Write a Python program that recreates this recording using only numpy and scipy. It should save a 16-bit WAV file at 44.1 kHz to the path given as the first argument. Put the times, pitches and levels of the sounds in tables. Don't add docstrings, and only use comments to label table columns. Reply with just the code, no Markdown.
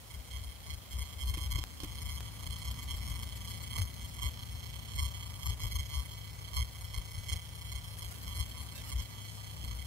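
import sys
import numpy as np
from scipy import signal
from scipy.fft import rfft, irfft, next_fast_len
from scipy.io import wavfile
from scipy.ndimage import uniform_filter1d, map_coordinates

SR = 44100
rng = np.random.default_rng(int(sys.argv[2]) if len(sys.argv) > 2 else 0)


def wrap_up_sound(samples):
    columns = np.atleast_2d(samples).T
    tamed = np.clip(columns, -1, 1)
    steps = np.round(tamed * 32767).astype(np.int16)
    wavfile.write(sys.argv[1], SR, steps)


N = 434826
TIME = np.arange(N) / SR
FRAME_S, PATTERN_HZ = 1001 / 30000, 48000 / 45

# (frequency [Hz], relative density [dB])
RUMBLE_COLOUR = [(20, -19.5), (35, -42), (48, -2.5), (58, 1), (72, 6.5), (90, -7.5), (115, -12), (140, -26),
                 (230, -40.5), (400, -48.5), (800, -50), (2500, -67)]
# (time [s], relative level [dB])
BREEZE_LEVELS = [(0.0, -62), (0.63, -53.5), (0.93, -64), (1.12, -47.5), (1.46, -39), (1.67, -53),
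                 (2.41, -55.5), (3.1, -45.5), (4.12, -53), (5.88, -49.5), (6.01, -52.5), (8.84, -52),
                 (9.09, -61.5), (9.86, -48.5)]
# (peak time [s], relative level [dB], length [s])
WIND_PUFFS = [(0.177, -44.5, 0.087), (0.379, -42.5, 0.12), (0.48, -43.5, 0.052), (0.734, -42.5, 0.081),
              (0.992, -37.5, 0.11), (1.286, -36, .12), (1.563, -35, 0.12), (2.08, -42, 0.34),
              (2.502, -40.5, 0.13), (2.698, -38, 0.07), (2.96, -43, 0.21), (3.11, -38, 0.091),
              (3.812, -32.5, 0.09), (4.041, -40.5, 0.032), (4.259, -33.5, 0.073), (4.56, -44.5, 0.092),
              (5.025, -34, 0.11), (5.505, -33.5, 0.086), (5.654, -34.5, 0.045), (5.777, -35.5, 0.095),
              (5.98, -34, 0.07), (6.603, -30.5, 0.064), (6.842, -45, .05), (6.981, -35, 0.041),
              (7.182, -39.5, 0.05), (7.343, -29, 0.046), (7.753, -39.5, .06), (8.064, -44, 0.064),
              (8.3, -42, 0.065), (8.399, -35, 0.067), (8.611, -41.5, 0.039), (8.982, -36.5, 0.096),
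              (9.722, -44, 0.24)]
# (multiple of PATTERN_HZ, left level [dB], right level [dB])
LOSS_HARMONICS = [(1, -31.5, -20), (2, -29.5, -18), (3, -29, -13), (4, -29.5, -18.5), (5, -28, -21.5),
                  (6, -29, -23.5), (7, -35.5, -26), (8, -34, -26), (9, -24.5, -23.5), (10, -37.5, -25),
                  (11, -34.5, -28), (12, -25.5, -25.5), (13, -41, -32.5), (14, -38, -33.5)]
# (time [s], relative level [dB], left minus right [dB])
TAPE_TICKS = [(1.346, -20, -12), (1.6392, -11.5, 31), (2.2067, -20, 3), (3.7843, -16.5, -13),
              (3.8175, -19, -11), (7.3202, -19, -18), (7.3543, -25, -10)]
# (frequency [Hz], relative level [dB])
DRIVE_TONES = [(103.3, -47), (124.5, -57.5), (155, -62), (164, -65.5)]
# (time [s], relative level [dB])
HAND_KNOCKS = [(1.345, -49), (1.373, -35), (1.585, -38.5), (1.834, -32.5), (1.845, -35), (9.635, -43.5)]
# (frequency [Hz], gain [dB], time to fall 60 dB [s])
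HOUSING_MODES = [(49.3, 5, 0.17), (152, -2, 0.069), (304, -2.5, 0.068), (487, -17, 0.015),
                 (3500, -16, 0.0092), (6460, -0.5, 0.024)]
# (time [s], relative level [dB])
RUB_LEVELS = [(0.0, -67.5), (3.29, -59.5), (4.31, -62.5), (7.39, -68.5), (8.05, -67.5), (8.21, -61),
              (9.39, -64), (9.86, -62)]
# (frequency [Hz], relative density [dB])
RUB_COLOUR = [(40, -8), (100, -28), (160, 6.5), (190, 5), (235, 4), (320, -5.5), (450, -21), (900, -21.5)]
# (time [s], relative level [dB])
WARBLER_SONGS = [(2.58, -44.5), (7.975, -46.5)]
# (delay [s], note spacing [s], count, note length [s], from pitch [Hz], to pitch [Hz])
WARBLER_PHRASES = [(0, .064, 3, .02, 5000, 4000), (.243, .1325, 7, .028, 3900, 5100)]
# (time [s], length [s], from pitch [Hz], to pitch [Hz], relative level [dB])
FALLING_WHISTLES = [(8.07, .13, 3000, 2650, -54), (8.73, .1, 2750, 2500, -51), (8.83, .1, 3150, 2750, -51)]
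# (frequency [Hz], relative density [dB])
AIR_COLOUR = [(30, -9), (100, 6.5), (300, -0.5), (500, 2), (800, 1), (1500, -6), (4000, -5.5), (8000, -1),
              (12000, -14), (14500, -26), (16000, -39)]


def wind(level_db=3.5, even_s=0.0434, own_db=-12):
    eddies = noise(RUMBLE_COLOUR)
    local_power = uniform_filter1d(eddies ** 2, int(even_s * SR))
    eddies = eddies / np.sqrt(local_power + 0.00063)
    ports = eddies + from_db(own_db) * stereo_noise(RUMBLE_COLOUR)
    return from_db(level_db) * wind_strength() * ports


def wind_strength(breeze_db=1.0, unrest_db=1.0, unrest_hz=6, rise=0.57, fall=0.51, roundness=2.22):
    level_db = breeze_db + np.interp(TIME, *np.transpose(BREEZE_LEVELS))
    power = from_db(level_db + unrest_db * drift(unrest_hz)) ** 2
    for s, db, length in WIND_PUFFS:
        from_peak = np.maximum((s - TIME) / rise, (TIME - s) / fall) / length
        near = from_peak < 6
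        power[near] += (from_db(db) * np.exp(-from_peak[near] ** roundness)) ** 2
    return np.sqrt(power)


def clogged_head(levels_db, scatter, slip, patchy_db, stray_db=-36, join_s=.0012):
    frame, within_s = (TIME / FRAME_S).astype(int), TIME % FRAME_S
    count = frame[-1] + 1
    clog_db = patchy_db * rng.standard_normal(count)
    pattern = 0
    for (multiple, *_), db in zip(LOSS_HARMONICS, levels_db):
        change = rng.standard_normal((count, 3))
        phase = 2 * np.pi * rng.random() + slip * np.cumsum(change[:, 2])
        weight = np.exp(1j * phase) + scatter * (change[:, 0] + 1j * change[:, 1])
        weight = weight * from_db(db + clog_db) / np.sqrt(.5 + scatter ** 2)
        angle = 2 * np.pi * round(multiple) * PATTERN_HZ * within_s + np.angle(weight)[frame]
        pattern = pattern + np.abs(weight)[frame] * np.cos(angle)
    to_edge_s = np.minimum(within_s, FRAME_S - within_s)
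    fade = np.minimum(to_edge_s / join_s, 1)
    return fade * pattern + from_db(stray_db) * rng.standard_normal(N)


def ticks(ring_hz=10000, ring_share=0.074, thud=0.84):
    clicks = np.zeros((2, N))
    for s, db, side_db in TAPE_TICKS:
        add(clicks, s, from_db(db) * pan(side_db) / np.max(pan(side_db)))
    return ring_share * ring(clicks, ring_hz, t60=.0005) - signal.lfilter([thud], [1, -.6], clicks)


def tape_drive(waver_hz=1.233, flutter_db=1.5, early_db=-9, full_at_s=1.85):
    hum = 0
    for hz, db in DRIVE_TONES:
        level = from_db(db + flutter_db * drift(6.6))
        phase = 2 * np.pi * np.cumsum(hz + waver_hz * drift(3.49)) / SR
        hum = hum + level * np.sqrt(2) * np.sin(phase)
    return hum * from_db(np.interp(TIME, [full_at_s - .05, full_at_s], [early_db, 0]))


def hand_knocks():
    blows = np.zeros(N)
    for s, db in HAND_KNOCKS:
        add(blows, s, from_db([db]))
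    return sum(from_db(db) * ring(blows, hz, t60) for hz, db, t60 in HOUSING_MODES)


def hand_rub(level_db=6.0, shared=0.43):
    level = from_db(level_db + np.interp(TIME, *np.transpose(RUB_LEVELS)))
    return level * (shared * noise(RUB_COLOUR) + stereo_noise(RUB_COLOUR))


def warbler():
    song = np.zeros(N)
    for s, db in WARBLER_SONGS:
        for delay, spacing, count, length, from_hz, to_hz in WARBLER_PHRASES:
            for k in range(count):
                add(song, s + delay + k * spacing, from_db(db) * bird_note(length, from_hz, to_hz))
    return song


def whistler(rasp=0.23):
    song = np.zeros(N)
    for s, length, from_hz, to_hz, db in FALLING_WHISTLES:
        add(song, s, from_db(db) * bird_note(length, from_hz, to_hz))
    return song * (1 + rasp * drift(180)) / np.sqrt(1 + rasp ** 2)


def bird_note(length, from_hz, to_hz):
    size = int(length * SR)
    phase = 2 * np.pi * np.cumsum(np.linspace(from_hz, to_hz, size)) / SR
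    return np.hanning(size) ** .5 * np.sin(phase)


def open_air(own_db=-56, shared_db=-60):
    return from_db(own_db) * stereo_noise(AIR_COLOUR) + from_db(shared_db) * noise(AIR_COLOUR)


def from_db(db):
    return 10 ** (np.asarray(db) / 20)


def rms_one(x):
    return x / np.sqrt(np.mean(x ** 2) + 1e-20)


def drift(rate_hz, step=40):
    pole = np.exp(-2 * np.pi * rate_hz * step / SR)
    white = rng.standard_normal(N // step + 2002)
    slow = signal.lfilter([1], [1, -2 * pole, pole * pole], white)[2000:]
    return np.interp(np.arange(N) / step, np.arange(len(slow)), rms_one(slow))


def noise(colour):
    hz, db = np.transpose(colour)
    size = next_fast_len(N)
    bin_hz = np.maximum(np.fft.rfftfreq(size, 1 / SR), 1)
    gain = from_db(np.interp(np.log(bin_hz), np.log(hz), db))
    return rms_one(irfft(rfft(rng.standard_normal(size)) * gain, size)[:N])


def stereo_noise(colour):
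    return np.array([noise(colour), noise(colour)])


def ring(clicks, hz, t60):
    decay, turn = from_db(-60 / (t60 * SR)), 2 * np.pi * hz / SR
    return signal.lfilter([0, np.sin(turn)], [1, -2 * decay * np.cos(turn), decay ** 2], clicks + 1e-18)


def pan(db):
    return from_db(np.array([[db], [-db]]) / 2)


def add(track, s, sound):
    start = int(round(s * SR))
    track[..., start:start + sound.shape[-1]] += sound[..., :N - start]


def scene():
    air = open_air()
    close = wind() * pan(2.35) + tape_drive() * pan(2.6) + hand_rub() * pan(-1.7) + hand_knocks()
    distant = warbler() * pan(6.7) + whistler() * pan(-14)
    return close + distant + air


def record(dry, left_loss=0.042, right_loss=0.37, left_misplace=7, right_misplace=16,
           mirror_hz=48000 / 3, cutoff_hz=15700):
    _, left_db, right_db = np.transpose(LOSS_HARMONICS)
    pattern = np.array([clogged_head(left_db, scatter=0.5, slip=0.513, patchy_db=1.5),
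                        clogged_head(right_db, scatter=0.28, slip=0.136, patchy_db=0.9)])
    lost = np.array([[left_loss], [right_loss]]) + pattern
    every_third = np.outer([2.8, 0], np.cos(2 * np.pi * mirror_hz * TIME))
    offsets = np.array([[left_misplace], [right_misplace]]) * pattern + every_third
    garbled = np.array([map_coordinates(side, [np.arange(N) + offset], order=2, mode="nearest")
                        for side, offset in zip(dry, offsets)])
    neighbour = np.pad(dry, ((0, 0), (0, round(FRAME_S * SR))))[:, -N:]
    fill = signal.sosfilt(signal.butter(2, 900, fs=SR, output="sos"), neighbour - dry)
    low_cut = signal.butter(2, 28, "high", fs=SR, output="sos")
    high_cut = signal.ellip(12, .2, 80, cutoff_hz, fs=SR, output="sos")
    tape = signal.sosfilt(low_cut, garbled + lost * fill) + ticks()
    return signal.sosfilt(high_cut, tape)


dry = scene()
out = record(dry)
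wrap_up_sound(out)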